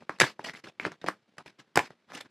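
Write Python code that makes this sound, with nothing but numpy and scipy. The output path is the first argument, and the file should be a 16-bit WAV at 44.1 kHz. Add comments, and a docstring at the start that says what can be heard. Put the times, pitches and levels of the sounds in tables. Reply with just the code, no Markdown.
"""Creases of a stiff paper envelope snap as hands open and bend it close to a phone.
Each snap is a decaying sine with a treble crack and the envelope's own resonances.
Fingers and sheets rub in short strokes: hiss and tiny grains under a stroke envelope.
A small soft room answers briefly through decaying noise tails, over a faint room tone.
The phone's noise gate turns down everything that falls quiet."""
import sys
import numpy as np
from scipy import signal
from scipy.fft import rfft, irfft, next_fast_len
from scipy.io import wavfile
from scipy.ndimage import uniform_filter1d, map_coordinates

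SR = 44100
rng = np.random.default_rng(int(sys.argv[2]) if len(sys.argv) > 2 else 0)


def store_pcm(level_fs):
    """Save levels as 16-bit WAV."""
    pcm = np.round(np.clip(level_fs, -1, 1) * 32767).astype(np.int16)
    wavfile.write(sys.argv[1], SR, np.atleast_2d(pcm).T)


def ratio_of_db(decibels):
    """Turn decibels (scalar or array-like) into linear amplitude factors; 0 dB maps to 1."""
    return 10 ** (np.asarray(decibels, float) / 20)


N = 101429

# Creases popping through: (time [s], peak level [dB], panel pitch [Hz],
# crack level over the ring's peak [dB], ringing until the ring is down by e^-2 [cycles])
CREASE_SNAPS = [(0.0231, -39, 600, -52, 0.54), (0.0948, -13.5, 1190, -18.5, 1.7),
                (0.187, -36.5, 1430, 1, 1.1), (0.201, -7, 1900, -2, 4.1), (0.2017, -2.5, 1900, 8.5, 6.9),
                (0.2115, -4.5, 1170, -7.5, 1.1), (0.217, -1.5, 1900, -10, 0.77),
                (0.2185, -7.5, 1910, -20, 2.2), (0.226, -23, 137, -40, 3), (0.2325, -13, 1700, -31, 7),
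                (0.24, -12.5, 1060, -16.5, 2.1), (0.394, -24, 905, -19.5, 4.6), (0.4877, -28, 1900, -16, 9),
                (0.4964, -24, 2050, -13, 5.4), (0.55, -32.5, 2070, -18.5, 14.6),
                (0.7985, -15.5, 2200, -41, 8.5), (0.8515, -12.5, 1550, -18.5, 1.8),
                (0.854, -30, 890, -33, 1.2), (0.865, -21, 360, -10, 1), (0.919, -30, 1460, -6.5, 0.46),
                (1.0152, -37.5, 3670, -12.5, 12), (1.0421, -21, 534, -19, 0.69),
                (1.0633, -27, 1900, -4.5, 2), (1.0859, -8.5, 1172, -14.5, 2.7),
                (1.37, -48.5, 833, -8, 2.73), (1.3826, -30.5, 1900, 0, 1.7), (1.46, -39, 388, -8, 3),
                (1.7573, -15, 1500, 3.5, 1.66), (1.7582, -14.5, 1000, 1, 2.5),
                (1.7671, -17.5, 1270, -25.5, 4.8), (1.7738, -4.5, 813, -4.5, 2.65),
                (1.7757, -5.5, 1900, -27.5, 2.4), (1.7768, -14, 730, -28, 4.4),
                (1.7933, -14, 970, -9.5, 2.5), (1.7919, -11, 2307, -14, 6.3), (1.8, -20, 1007, -26.5, 14.4),
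                (1.9058, -35, 568, -19.5, 0.84), (2.1021, -39, 871, -12, 1.5), (2.12, -30.5, 1270, -13, 2),
                (2.1761, -34, 820, 3.5, 3.5), (2.2101, -27.5, 3530, -1, 10)]
# Rubbing strokes: (start [s], rise [s], length [s], level before the fall and tilt [dB],
# fall over the stroke [dB], treble tilt [dB per octave])
RUB_STROKES = [(.004, 0.0012, 0.047, -58.5, 5.5, -4), (0.093, 0.0012, 0.1, -49.5, 12, -2.5),
               (0.202, 0.0046, 0.13, -21, 38, 0), (0.391, 0.00079, 0.064, -50.5, 10.5, -2.5),
               (0.437, 0.006, 0.0078, -40.5, -2, 0.5), (0.456, .006, 0.052, -39, 5.5, -0.5),
               (0.534, 0.002, 0.0065, -41.5, 0.5, -1), (0.551, 0.008, 0.047, -44.5, 8.5, 0),
               (0.637, 0.0022, 0.06, -45.5, 5, -2), (0.8, 0.0069, 0.094, -45, 9, -2.5),
               (0.847, 0.0035, 0.022, -44, -4, -4), (0.9, 0.018, 0.052, -48.5, 9, -4),
               (1.012, 0.0062, 0.037, -49.5, 3, -3.5), (1.06, 0.0027, 0.027, -37, 10.5, -2.5),
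               (1.078, 0.0049, 0.042, -37, 22, -0.5), (1.379, 0.0027, 0.041, -48.5, 16.5, -4),
               (1.4594, 0.0019, 0.048, -49, 11, -1.5), (1.582, 0.013, 0.045, -45, 24, -1.5),
               (1.755, 0.0027, 0.12, -27.5, 26, -0.5), (1.901, 0.0034, 0.032, -51.5, 10, -4.5),
               (2.079, 0.0089, 0.041, -62, -11, -2.5), (2.116, 0.035, 0.075, -37.5, 13.5, 0),
               (2.199, 0.0089, 0.026, -42, 14.5, -0.5), (2.23, 0.0026, 0.035, -58.5, 1, -4.5)]
# Spectrum of rubbed paper: (frequency [Hz], relative density [dB per Hz])
PAPER_SPECTRUM = [(60, -17.5), (170, -1.5), (300, -2), (900, -9), (2000, -3.5), (3300, -7.5), (5200, -10.5),
                  (7000, -18), (13300, -31.5)]
# Resonances of the envelope: (centre [Hz], width [Hz], relative level [dB])
POCKET_MODES = [(172, 44, -6.5), (306, 54, 8.5), (684, 1000, -1.5), (1060, 900, -11.5), (1700, 540, 6.5)]
# Reverberation of the room: (frequency [Hz], time to decay by 60 dB [s])
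ROOM_DECAY = [(200, 0.16), (1500, 0.13), (12000, 0.15)]
# Spectrum of the room tone: (frequency [Hz], relative density [dB per Hz])
AIR_SPECTRUM = [(60, -16.5), (212, -3), (271, -11.5), (339, -7.5), (780, -15), (1880, -16.5), (4200, -22.5),
                (13000, -46.5)]

CRACK_LOW_HZ, CRACK_HIGH_HZ, CRACK_S = 2200, 7500, 0.00045  # crack band; time to its burst's peak
POCKET_DB, DULL_OVER_PITCH = -2, 3.9  # pocket level against the ring; low-pass corner over pitch
GRAINS_PER_S, GRAIN_HZ, GRAIN_SPREAD = 870, 1900, 0.45  # median pitch; spread of its natural log
GRAIN_CYCLES, GRAIN_SIZE_DB, GRAIN_DB = 1.3, 3.5, -2.5  # decay; scale of sizes; level against hiss
CLUMP_DB, PATCH_DB = 4.5, 3  # largest swing of the clumps; rms depth of the shifting colour
RELEASE_S = 0.006  # time constant with which a stroke lets go
ROOM_DB, AIR_DB = -10.5, -63
LOW_HZ, TOP_HZ = 111, 13300  # corners of the microphone's bass cut and of the band limit
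GATE_DB, GATE_DEPTH_DB, GATE_KNEE_DB = -62, 14, 4  # threshold, deepest cut, softness
GATE_SENSE_S, GATE_FADE_S = 0.004, 0.008  # averaging of the power and of the gate's motion
APART_HZ, APART_HALF_HZ, APART_DB = 8246, 3933, -5  # side signal: band centre, half width, level


def unit(x):
    """Normalization: the signal scaled to an rms of 1."""
    return x / np.sqrt(np.mean(x ** 2) + 1e-20)


def along(points, hz):
    """Logarithmic interpolation: values between (frequency [Hz], value) points."""
    f, v = np.transpose(points)
    return np.interp(np.log(hz + 1), np.log(f + 1), v)


def filtered(x, response):
    """Linear filtering: the spectrum times a complex response of frequency."""
    m = next_fast_len(len(x) + 8192)
    return irfft(rfft(x, m) * response(np.fft.rfftfreq(m, 1 / SR)), m)[:len(x)]


def wobble(rate):
    """Band-limited randomness: a smooth curve through random knots, rate of them a second."""
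    return map_coordinates(rng.standard_normal(N // 50), [np.arange(N) * rate / SR])


def pocket(f):
    """Modal superposition: the envelope responds as a sum of damped resonators."""
    total = 0
    for k, (centre, width, db) in enumerate(POCKET_MODES):
        damping = 1j * f * width
        mode = damping / (centre * centre - f * f + damping)
        total = total + (-1) ** k * ratio_of_db(db) * mode  # neighbours in opposite polarity
    return total


def snaps():
    """Free vibration: each pop rings its panel, cracks in the treble and shakes the pocket."""
    out, t = np.zeros(N + SR), np.arange(SR // 20) / SR
    crack_band = signal.butter(2, [CRACK_LOW_HZ, CRACK_HIGH_HZ], "band", fs=SR)
    for start, db, hz, crack_db, cycles in CREASE_SNAPS:
        ring = np.sin(2 * np.pi * hz * t) * np.exp(-2 * hz * t / max(cycles, 0.3))
        ring = ring / ring.max()
        push = ring * (t < 0.5 / hz)  # the first half cycle drives the pocket
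        shake = filtered(push, pocket)
        shake = shake / abs(shake).max()
        burst = rng.standard_normal(len(t)) * t * np.exp(-t / CRACK_S)
        crack = signal.lfilter(*crack_band, burst)
        crack = crack / abs(crack).max()
        dull = signal.butter(4, DULL_OVER_PITCH * hz, fs=SR, output="sos")
        pop = signal.sosfilt(dull, ring + ratio_of_db(POCKET_DB) * shake) + ratio_of_db(crack_db) * crack
        pop = rng.choice([-1, 1]) * pop / abs(pop).max()
        out[round(start * SR):][:len(t)] += ratio_of_db(db) * pop
    return out[:N]


def paper_grains():
    """Shot noise: tiny decaying sines of random pitch and size at random moments."""
    draws = rng.random((4000, 2))[:int(GRAINS_PER_S * N / SR)]
    starts = (draws[:, :1] * N).astype(int)
    size = ratio_of_db(-GRAIN_SIZE_DB * np.log(1 - 0.9 * draws[:, 1:]))
    spread = rng.standard_normal(4000)[:len(draws), None]
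    hz = np.clip(GRAIN_HZ * np.exp(GRAIN_SPREAD * spread), 200, 12000)
    k = np.arange(400)
    cycle = hz * k / SR
    decay = np.exp(-2 * cycle / GRAIN_CYCLES)
    onset = 1 - np.exp(-cycle)
    grain = np.sin(2 * np.pi * cycle) * decay * onset * size
    grains = np.bincount((starts + k).ravel(), grain.ravel())[:N]
    return np.pad(grains, (0, N - len(grains)))


def crinkle():
    """Modulated noise: grains over hiss swell in clumps, the colour shifting as the sheet bends."""
    grains = paper_grains()
    hiss = filtered(rng.standard_normal(N), lambda f: ratio_of_db(along(PAPER_SPECTRUM, f)))
    clumps = np.tanh(wobble(150))
    bed = ratio_of_db(CLUMP_DB * clumps) * (unit(hiss) + ratio_of_db(GRAIN_DB) * unit(grains))
    z = signal.stft(bed, nperseg=256)[2]
    # random gains smoothed over frequency, then over time
    patches = uniform_filter1d(rng.standard_normal(z.shape), 4, 0)
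    patches = uniform_filter1d(patches, 5, 1)
    coloured = z * ratio_of_db(PATCH_DB * unit(patches))
    return unit(signal.istft(coloured, nperseg=256)[1][:N])


def rubbing():
    """Sliding friction: each stroke rises, changes level and lets go, with its own brightness."""
    bed, out = crinkle(), np.zeros(N)
    for start, rise, length, db, fall_db, tilt_db in RUB_STROKES:
        a = round(start * SR)
        piece = bed[a:a + round((length + 8 * RELEASE_S) * SR)]
        t = np.arange(len(piece)) / SR
        past = np.clip(t - rise, 0, None) / max(length - rise, 0.002)
        attack = np.clip(t / rise, 0, 1) ** 2
        release = np.exp(-np.clip(t - length, 0, None) / RELEASE_S)
        shape = attack * ratio_of_db(db - fall_db * past) * release
        tilted = filtered(piece, lambda f: ratio_of_db(tilt_db * np.log2((f + 100) / 1500)))
        out[a:a + len(t)] += shape * tilted
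    return out


def room(x):
    """Reverberation: noise tails, a fresh one each tenth of a second, decay by frequency."""
    out, step = np.zeros(N + SR), SR // 10
    for a in range(0, N, step):
        hz, t, z = signal.stft(rng.standard_normal(SR // 2), SR, nperseg=128)
        decay = ratio_of_db(-60 * t / along(ROOM_DECAY, hz)[:, None])
        tail = signal.istft(z * decay, SR, nperseg=128)[1]
        wet = signal.fftconvolve(x[a:a + step], tail / np.linalg.norm(tail))
        out[a + 120:][:len(wet)] += wet  # arrives 120 samples late
    return out[:N]


def room_tone():
    """Stationary noise: the faint background is white noise shaped to a fixed spectrum."""
    air = filtered(rng.standard_normal(N), lambda f: ratio_of_db(along(AIR_SPECTRUM, f)))
    return unit(air) * ratio_of_db(AIR_DB)


def apart(x):
    """Decorrelation: random phases make a treble side signal, present much of the time."""
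    hz, _, z = signal.stft(x, SR, nperseg=256)
    band = abs(hz[:, None] - APART_HZ) < APART_HALF_HZ
    turned = z * np.exp(2j * np.pi * rng.random(z.shape)) * band
    other = signal.istft(turned, SR, nperseg=256)[1][:N]
    presence = np.clip(2 + 4 * wobble(14), 0, 1)
    return ratio_of_db(APART_DB) * other * presence


def noise_gate(x):
    """Downward expansion: the gain sinks as the short-term level passes under a threshold."""
    sense, fade = (max(round(s * SR), 1) for s in (GATE_SENSE_S, GATE_FADE_S))
    power = abs(uniform_filter1d(x ** 2, sense))
    level_db = 10 * np.log10(power + 1e-12)
    shut = 0.5 - 0.5 * np.tanh((level_db - GATE_DB) / GATE_KNEE_DB)
    return x * ratio_of_db(-GATE_DEPTH_DB * uniform_filter1d(shut, fade))


def scene():
    """Superposition: paper, its room and the room tone add at one microphone."""
    paper = snaps() + rubbing()
    air = room_tone()
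    return np.tile(paper + ratio_of_db(ROOM_DB) * room(paper) + air, (2, 1))


def band_limit(x):
    """A steep low-pass at the top of the band."""
    return signal.sosfilt(signal.butter(12, 16620, fs=SR, output="sos"), x)


def record(dry):
    """Signal chain: bass cut, noise gate, band limit, then left and right as mid plus or minus side."""
    bass_cut = signal.butter(2, LOW_HZ, "high", fs=SR, output="sos")
    gated = noise_gate(signal.sosfilt(bass_cut, dry[0]))
    mid = filtered(gated, lambda f: 1 / (1 + (f / TOP_HZ) ** 60))
    side = apart(mid)
    return band_limit(np.array([mid + side, mid - side]))


dry = scene()
out = record(dry)
store_pcm(out)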